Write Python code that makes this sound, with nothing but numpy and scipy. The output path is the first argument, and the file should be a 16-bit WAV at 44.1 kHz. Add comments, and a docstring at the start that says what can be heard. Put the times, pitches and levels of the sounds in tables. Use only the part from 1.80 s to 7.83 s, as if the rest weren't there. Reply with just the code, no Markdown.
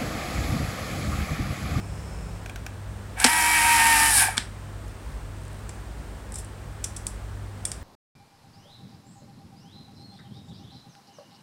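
"""Cordless screwdriver on an old telephone

A workbench in a small humming workshop, everything close to the microphone. The bit taps the screw head.
The motor spins up, the spindle lock clacks, the gears whir for a second and coast to a click.
Then a cord is drawn through the handset, its metal terminals ticking against the plastic cup.
Gears are sine tones; knocks, rattle and hiss are shaped noise through filters; an opening drone fades out.
"""
import sys
import numpy as np
from scipy import signal
from scipy.fft import rfft, irfft
from scipy.io import wavfile
from scipy.ndimage import uniform_filter1d

SR = 44100
rng = np.random.default_rng(int(sys.argv[2]) if len(sys.argv) > 2 else 0)


def generate_wav(signal):
    """Clip the signal to [-1, 1] and save it as 16-bit WAV at the path in sys.argv[1]."""
    frames = np.transpose(np.atleast_2d(signal))
    scaled = np.clip(frames, -1, 1) * 32767
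    pcm = np.round(scaled).astype(np.int16)
    wavfile.write(sys.argv[1], SR, pcm)


N = 265923
T = np.arange(N) / SR  # s

# the trigger is pressed, let go, the shaft stands still (s)
START_S, RELEASE_S, STOP_S = 1.355, 2.3, 2.576
BRAKING_S = 2.38  # middle of the braking
ROOM_T60_S = 0.384


def screwdriver(flutter=0.0015):
    """Planet gears whine, their teeth rattle the housing, the brushes hiss; the room answers."""
    hz = shaft_rate()
    turns = np.cumsum(hz * (1 + flutter * walk(60))) / SR
    running = np.clip((STOP_S - T) / 0.01, 0, 1)
    full_speed = np.clip((hz / 300) ** 2, 0, 1)  # the whine only stands out near full speed

    whine = gear_whine(turns, hz) * full_speed
    whine = whine * loudness(-28.5, power=5, growth_db=4.5, fade_s=2.2, fade_db=44)

    rattle = tooth_rattle(turns) * loudness(-27.5, power=1.7, growth_db=2.5, fade_s=2.43, fade_db=190)
    rattle = rattle * undb(-7.5 * swell(2.325, 0.055))  # the teeth unload and rattle less

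    hiss = brush_hiss() * loudness(-27, power=3, growth_db=5.3, fade_s=2.425, fade_db=240)
    hiss = hiss * undb(4 * swell(BRAKING_S, 0.05))  # the hiss swells under braking

    # the whine is kept drier, so its tones stay steady
    steady = room(running * whine, -17, ROOM_T60_S)
    return steady + room(running * (rattle + hiss), -9.5, ROOM_T60_S)


def shaft_rate():
    """Motor turns per second: spin-up, sag under load, a swing with each turn of the screw, then coasting."""
    full_hz, sag_hz_per_s, coast_hz_per_s = 325.23, 28, 300
    screw_hz, swing_hz, easy_s = 5.4, 2.4, 1.91  # the load eases once a turn; easy_s is one such moment
    swing = swing_hz * np.cos(2 * np.pi * screw_hz * (T - easy_s))
    driven = full_hz - sag_hz_per_s * (T - START_S) + swing
    coasting = coast_hz_per_s * np.maximum(T - RELEASE_S, 0)
    return np.maximum(spin_up() * driven - coasting, 0)


def spin_up(time_s=0.04):
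    """Share of full speed reached since the trigger was pressed, an exponential approach."""
    return 1 - np.exp(-np.maximum(T - START_S, 0) / time_s)


def loudness(db, power, growth_db, fade_s, fade_db):
    """A voice rises with the motor, grows (dB/s) as the screw backs out, and from fade_s falls (dB/s)."""
    drift_db = growth_db * (T - START_S) - fade_db * np.maximum(T - fade_s, 0)
    return spin_up() ** power * undb(db + drift_db)


# gear whine: multiple of the shaft rate, level/dB; the third and sixth are by far the strongest
GEAR_TONES = [(1, -19), (3, 1.5), (4, -17), (5, -10), (6, 0.5), (7, -15), (7.5, -19), (8, -14), (9, -20),
              (10, -13.5), (12, -24)]
# sharp housing resonances that light up a mesh tone gliding through: f/Hz, width/Hz, level/dB
SINGING_MODES = [(920, 40, -9), (2200, 52, 7), (2740, 32, 15), (3025, 30, 2)]


def gear_whine(turns, hz, waver_db=1.71):
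    """Mesh tones locked to the shaft, clean at speed and broken up when the teeth go slack."""
    slack = np.clip((300 - hz) / 30, 0, 1)  # 0 above 300 turns/s, 1 below 270
    out = 0
    for multiple, db in GEAR_TONES:
        phase = 2 * np.pi * (multiple * turns + rng.random())
        size = undb(db + waver_db * walk(24.92))
        stumble = slack * walk(170)
        broken = 1 + slack * walk(60)
        out = out + size * broken * np.sin(phase + stumble)
    return (out + ring(out, SINGING_MODES)) / (1 + slack)


# gearbox housing: f/Hz, width/Hz, level/dB
HOUSING_MODES = [(245, 25, -23.5), (756.4, 27.3, 0.5), (898.3, 104.2, 1), (1243, 219, -7.5),
                 (1623, 159, 4.5), (1890, 245, -7), (2268.6, 88.8, 4), (2450, 175, -46), (2850, 160, -31)]


def tooth_rattle(turns, repeat=0.4984, gate_depth=0.443):
    """Teeth knock the housing; the same flaws come round again every fourth turn."""
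    flaws = rng.standard_normal(512)[(turns * 128).astype(int) % 512]  # 128 flaws a turn
    teeth = repeat * flaws + (1 - repeat) * rng.standard_normal(N)
    mesh = 1 + gate_depth * np.cos(2 * np.pi * 3 * turns)  # three swells in each turn
    uneven = undb(1.2 * walk(600))
    rattle = ring(teeth * mesh * uneven, HOUSING_MODES)
    # the upper housing resonance swells while the loosened screw runs freely
    rattle = rattle + swell(1.906, 0.22) * resonate(rattle, 2490, 586)
    body = [(240, 5.0), (450, -13), (640, -12), (730, 1), (2700, -1), (3600, -6), (10000, -20.5)]
    return unit(colour(rattle, body))


# brushes and sliding teeth: f/Hz, level/dB per Hz
BRUSH_COLOUR = [(300, -19.5), (1500, -12), (3000, -7), (3600, -6.5), (4400, -5), (5300, -2.5), (6400, -7.5),
                (7800, -1), (9200, -1), (10800, -0.5), (12000, -6), (13500, -15), (14200, -12.5),
                (16000, -19)]


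def brush_hiss(grit_db=2, bright_share=0.377, brake_share=0.775, gather_s=0.13):
    """Gritty noise that gathers into a brighter hiss centred near 9.4 kHz as the motor brakes."""
    hiss = colour(rng.standard_normal(N) * undb(grit_db * walk(900)), BRUSH_COLOUR)
    braking = bright_share + brake_share * swell(BRAKING_S, gather_s)
    bright = resonate(resonate(rng.standard_normal(N), 9480, 2600), 9400, 2500)
    return (unit(hiss) + braking * unit(bright)) / np.hypot(1, braking)


# spindle lock: t/s, level/dB, rise/s, fall/s, tilt/dB per octave, strongest ring f/Hz,
# housing thud level/dB relative to the snap
LOCK_CLACKS = [(1.399, -25, 0.0018, 0.0032, 5.5, 8300, -11.5), (1.442, -17.5, 0.00033, 0.0025, 3, 5000, -1),
               (1.4438, -11, 0.00078, 0.00466, 2.5, 1720, -9),
               (1.46, -18.5, 0.00356, 0.0095, -0.5, 1600, -0.5),
               (2.5697, -30, 0.0003, 0.0087, 1, 8300, -2.5),
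               (2.5789, -19, 0.000165, 0.00172, -2, 3390, -12)]
# steel of the lock: f/Hz, level/dB per Hz
LOCK_COLOUR = [(150, -4.5), (240, 8.5), (340, -13), (480, -4.5), (900, -3.5), (1700, 11.5), (2500, 3.5),
               (4200, 4.5), (5500, 6.5), (6600, -1.5), (8400, 9), (10500, -4), (16000, -28)]
# the driver's body and the bench under it: t/s, level/dB, f/Hz, width/Hz
BODY_THUMPS = [(1.446, -19, 254, 21.2), (1.446, -26, 486, 69.5), (1.446, -23, 762, 58.3),
               (2.484, -26, 757.2, 45), (2.578, -31, 887, 109.5)]


def spindle_lock(wet_db=-9):
    """Steel rollers snap in and out of their wedge, shake the housing and jolt the whole tool."""
    out = np.zeros(N)
    for s, db, rise, fall, tilt_db, hz, thud_db in LOCK_CLACKS:
        snap = colour(contact(rise, fall, tilt_db, wet_db), LOCK_COLOUR)
        add(out, s, snap + resonate(snap, hz, hz / 2), db)
        thud = ring(contact(rise, fall, 0, wet_db), HOUSING_MODES)
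        add(out, s, thud, db + thud_db)
    for s, db, hz, width in BODY_THUMPS:
        jolt = resonate(signal.unit_impulse(SR // 4), hz, width)
        add(out, s, resonate(jolt, hz, hz / 2), db)
    return out


# the bit feels for the screw head: t/s, level/dB
BIT_TAPS = [(.660, -39.5), (.696, -38.5), (0.759, -38.5), (0.8642, -35.5)]
# the ringer's steel frame: f/Hz, width/Hz, level/dB
FRAME_MODES = [(737, 92, 13), (1610, 173, 14), (2360, 330, 7.5), (3140, 206, -4), (4360, 320, -16),
               (5440, 580, -3), (8500, 630, -24.5)]


def taps(crack_db=-19, wet_db=-10):
    """The bit taps the screw and rings the frame, with a little bare crack."""
    out = np.zeros(N)
    for s, db in BIT_TAPS:
        force = contact(0.000244, 0.00284, 0, wet_db)
        add(out, s, ring(force, FRAME_MODES) + undb(crack_db) * force, db)
    return out


# cord terminals against the cup: t/s, level/dB, skid before the knock/s, tilt/dB per octave,
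# the terminal's own ring f/Hz
TERMINAL_TICKS = [(3.8924, -40.5, 0.00043, -3.5, 6340), (4.5209, -42.5, 0.00027, 3.5, 8400),
                  (4.539, -38, 0.003, 0, 8440), (4.552, -34, .0055, 1, 7850),
                  (4.584, -38.5, 0.002, 2, 8420), (4.646, -46, 0.00023, 2.5, 8680),
                  (5.0385, -26, 0.00458, 0, 5990), (5.16, -34.5, 0.00636, 2, 6000),
                  (5.2674, -27.5, 0.0002, 4, 4620), (5.8523, -24, 0.00016, 1.5, 8750),
                  (5.9165, -31, 0.00024, -1, 4720)]
# terminals and cup, heavily damped by the hand: f/Hz, level/dB per Hz
CUP_COLOUR = [(500, -18.5), (1300, -11), (2300, -3), (2900, -8), (3500, -1.5), (4200, -10), (4800, -3.5),
              (5900, 2), (6500, -4.5), (7300, 5), (8800, 5), (10500, 0), (12000, -15.5), (16000, -25)]
# the metal terminals on the cord's end: f/Hz, width/Hz, level/dB
TERMINAL_MODES = [(5400, 160, 4), (7650, 200, 0), (8400, 130, 3), (11200, 250, 5)]


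def ticks(ring_db=1, ring_width=700, wet_db=-7.5, metal_db=-7, crack_db=-16, hard_db=-25):
    """Terminals knock and skid in the cup, each ringing briefly; the harder the knock, the more bare crack."""
    fall_s, skid_linger = 0.00241, 0.49  # a knock dies away this fast, plus a share of its skid
    out = np.zeros(N)
    for s, db, skid, tilt_db, hz in TERMINAL_TICKS:
        knock = colour(contact(skid, fall_s + skid_linger * skid, tilt_db, wet_db), CUP_COLOUR)
        own_ring = undb(ring_db) * resonate(knock, hz, ring_width)
        metal = undb(metal_db) * ring(knock, TERMINAL_MODES)
        add(out, s, knock + own_ring + metal, db)
        crack = contact(skid, fall_s / 2, 0, 2 * wet_db)
        add(out, s, crack, db + crack_db + (db - hard_db))
    return out


# pulls on the cord, which rubs along the cup: middle t/s, half length/s, level/dB, catches per s (wavering)
CORD_PULLS = [(3.085, 0.04, -60, 69.5), (3.683, 0.109, -60, 44.4), (4.586, 0.0475, -46.5, 900)]


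def cord(metal_db=-3):
    """The cord catches and slips on the cup: faint single ticks when slow, a jingling rasp when pulled fast."""
    fall_s, scatter_db, tilt_db = 0.00068, 1, 3  # each catch: decay, spread of level, tilt per octave
    out = np.zeros(N)
    for s, half, db, rate in CORD_PULLS:
        caught = np.cumsum(rate * undb(4 * walk(50))) / SR + rng.random()
        slips = np.diff(np.floor(caught), prepend=0) > 0
        strengths = slips * undb(scatter_db * rng.standard_normal(N))
        grip = signal.lfilter([1], [1, -np.exp(-1 / (fall_s * SR))], strengths)
        out += unit(grip) * swell(s, half) * undb(db)
    brighter = [(hz, db + tilt_db * np.log2(hz)) for hz, db in CUP_COLOUR]
    rasp = out * unit(colour(rng.standard_normal(N), brighter))
    return rasp + undb(metal_db) * ring(rasp, TERMINAL_MODES)


# workshop air: f/Hz, level/dB per Hz
AIR_COLOUR = [(20, -16), (110, 0.5), (200, 4.5), (330, 0.5), (600, -2), (1000, -4), (1700, -8), (2300, -13),
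              (4000, -18), (6500, -21.5), (8700, -17.5), (10500, -27), (13000, -29), (16000, -30)]
# low room resonances: f/Hz, width/Hz, level/dB rms
ROOM_RUMBLE = [(44.63, 4.45, -46), (54.54, 8.54, -41), (74.06, 17.2, -48), (140.54, 13.8, -52.5)]
# mains hum: f/Hz, level/dB rms before the waver
MAINS_HUM = [(100, -42.5), (200, -58)]
# background hiss of the opening: f/Hz, width/Hz, level/dB rms before the fade
OPENING_HISS = [(441, 800, -49), (2350, 720, -59.5), (5286, 450, -59.5), (7690, 3470, -58)]
# low hum tones of the opening: f/Hz, level/dB rms before the waver and fade
OPENING_HUM = [(68, -43.5), (143, -45.5), (173, -43.5)]


def workshop():
    """Filtered-noise air, low rumble, mains hum, and an opening drone that fades out."""
    air = unit(colour(rng.standard_normal(N), AIR_COLOUR)) * undb(-45 + 0.5 * walk(6.2))
    fade = np.clip((0.742 - T) / 0.317, 0, 1)  # silent from 0.742 s
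    drone = (narrow_noises(OPENING_HISS) + tones(OPENING_HUM)) * fade
    return air + narrow_noises(ROOM_RUMBLE) + tones(MAINS_HUM) + drone


def narrow_noises(rows):
    """Noise held in (Hz, width, dB) resonances; the narrower, the more like a wavering tone."""
    out = 0
    for hz, width, db in rows:
        held = resonate(resonate(rng.standard_normal(N), hz, width), hz, width)
        out = out + undb(db) * unit(held)
    return out


def tones(rows, waver_db=2.6):
    """Steady (Hz, dB rms) hum lines that waver a little in level."""
    out = 0
    for hz, db in rows:
        size = np.sqrt(2) * undb(db + waver_db * walk(4.4))
        out = out + size * np.sin(2 * np.pi * (hz * T + rng.random()))
    return out


def room(x, wet_db, t60, gap_s=0.0019):
    """Bench and near walls answer with a short dense tail of decaying noise."""
    t = T[:SR // 2]
    decay = np.exp(-np.log(1000) * t / t60)
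    tail = rng.standard_normal(len(t)) * decay * np.clip(t / gap_s - 1, 0, 1)
    tail = tail / np.sqrt(np.sum(tail ** 2))
    tail = colour(tail, [(200, 6), (2000, 2.0), (9000, -0.5), (15000, -16)])
    return x + undb(wet_db) * signal.fftconvolve(x, tail)[:N]


def contact(rise, fall, tilt_db, wet_db, wash_t60_s=0.2555):
    """A rough contact: noise that builds and dies away, trailing a diffuse room wash, tilted above 1 kHz."""
    t = T[:SR // 3]
    blow = np.minimum(t / rise, 1) ** 2 * np.exp(-np.maximum(t - rise, 0) / fall)
    wash = np.clip((t - rise) / 0.0041, 0, 1) * np.exp(-np.log(1000) * t / wash_t60_s)
    shape = np.hypot(unit(blow), undb(wet_db) * unit(wash))
    # four octaves from 1 to 16 kHz
    return colour(shape * rng.standard_normal(len(t)), [(1000, 0), (16000, 4 * tilt_db)])


def add(track, s, sound, db):
    """Place a blow at time s; db is its energy spread over 10 ms."""
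    start = int(s * SR)
    gain = undb(db) * np.sqrt(SR / 100 / np.sum(sound ** 2))
    part = (sound * gain)[:N - start]
    track[start:start + len(part)] += part


def resonate(x, hz, width):
    """One resonance, gain 1 at its centre."""
    return signal.lfilter(*signal.iirpeak(hz, hz / width, fs=SR), x)


def ring(x, modes):
    """A body made of parallel (Hz, width, dB) resonances."""
    return sum(undb(db) * resonate(x, hz, width) for hz, width, db in modes)


def colour(x, points):
    """Causal minimum-phase filter through (Hz, dB) points."""
    hz, db = np.transpose(points)
    grid = np.fft.rfftfreq(4096, 1 / SR) + 1  # 1 Hz up, so the log stays finite
    cepstrum = irfft(np.log(undb(np.interp(np.log(grid), np.log(hz), db))))
    # fold the cepstrum onto positive time
    cepstrum[1:len(grid) - 1] *= 2
    cepstrum[len(grid):] = 0
    response = irfft(np.exp(rfft(cepstrum)))
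    return signal.fftconvolve(x, response)[:len(x)]


def walk(rate):
    """Slow chance: random levels, rate per second, joined smoothly, spread near 1."""
    size = int(SR / rate)
    levels = np.repeat(rng.standard_normal(N // size + 1), size)
    return 1.2 * uniform_filter1d(levels, size)[:N]


def swell(middle, half):
    """A smooth rise to 1 and fall, around a moment (s)."""
    return np.exp(-((T - middle) / half) ** 2)


def undb(db):
    """Decibels to gain."""
    return 10 ** (np.asarray(db) / 20)


def unit(x):
    """Scale to rms 1."""
    return x / np.sqrt(np.mean(x ** 2))


def scene():
    """Tool and handset on the bench, in the workshop."""
    tool = screwdriver() + spindle_lock() + taps()
    handset = ticks() + cord()
    return (tool + handset + workshop())[None]


def record(dry):
    """The microphone drops the deepest bass, clips at full scale and cuts the top above 15.9 kHz."""
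    bass_cut = signal.butter(4, 36, "high", fs=SR, output="sos")
    top_cut = signal.ellip(10, 0.2, 80, 15900, fs=SR, output="sos")
    x = np.clip(signal.sosfilt(bass_cut, dry), -1, 1)
    return signal.sosfilt(top_cut, x)


dry = scene()
out = record(dry)
generate_wav(out)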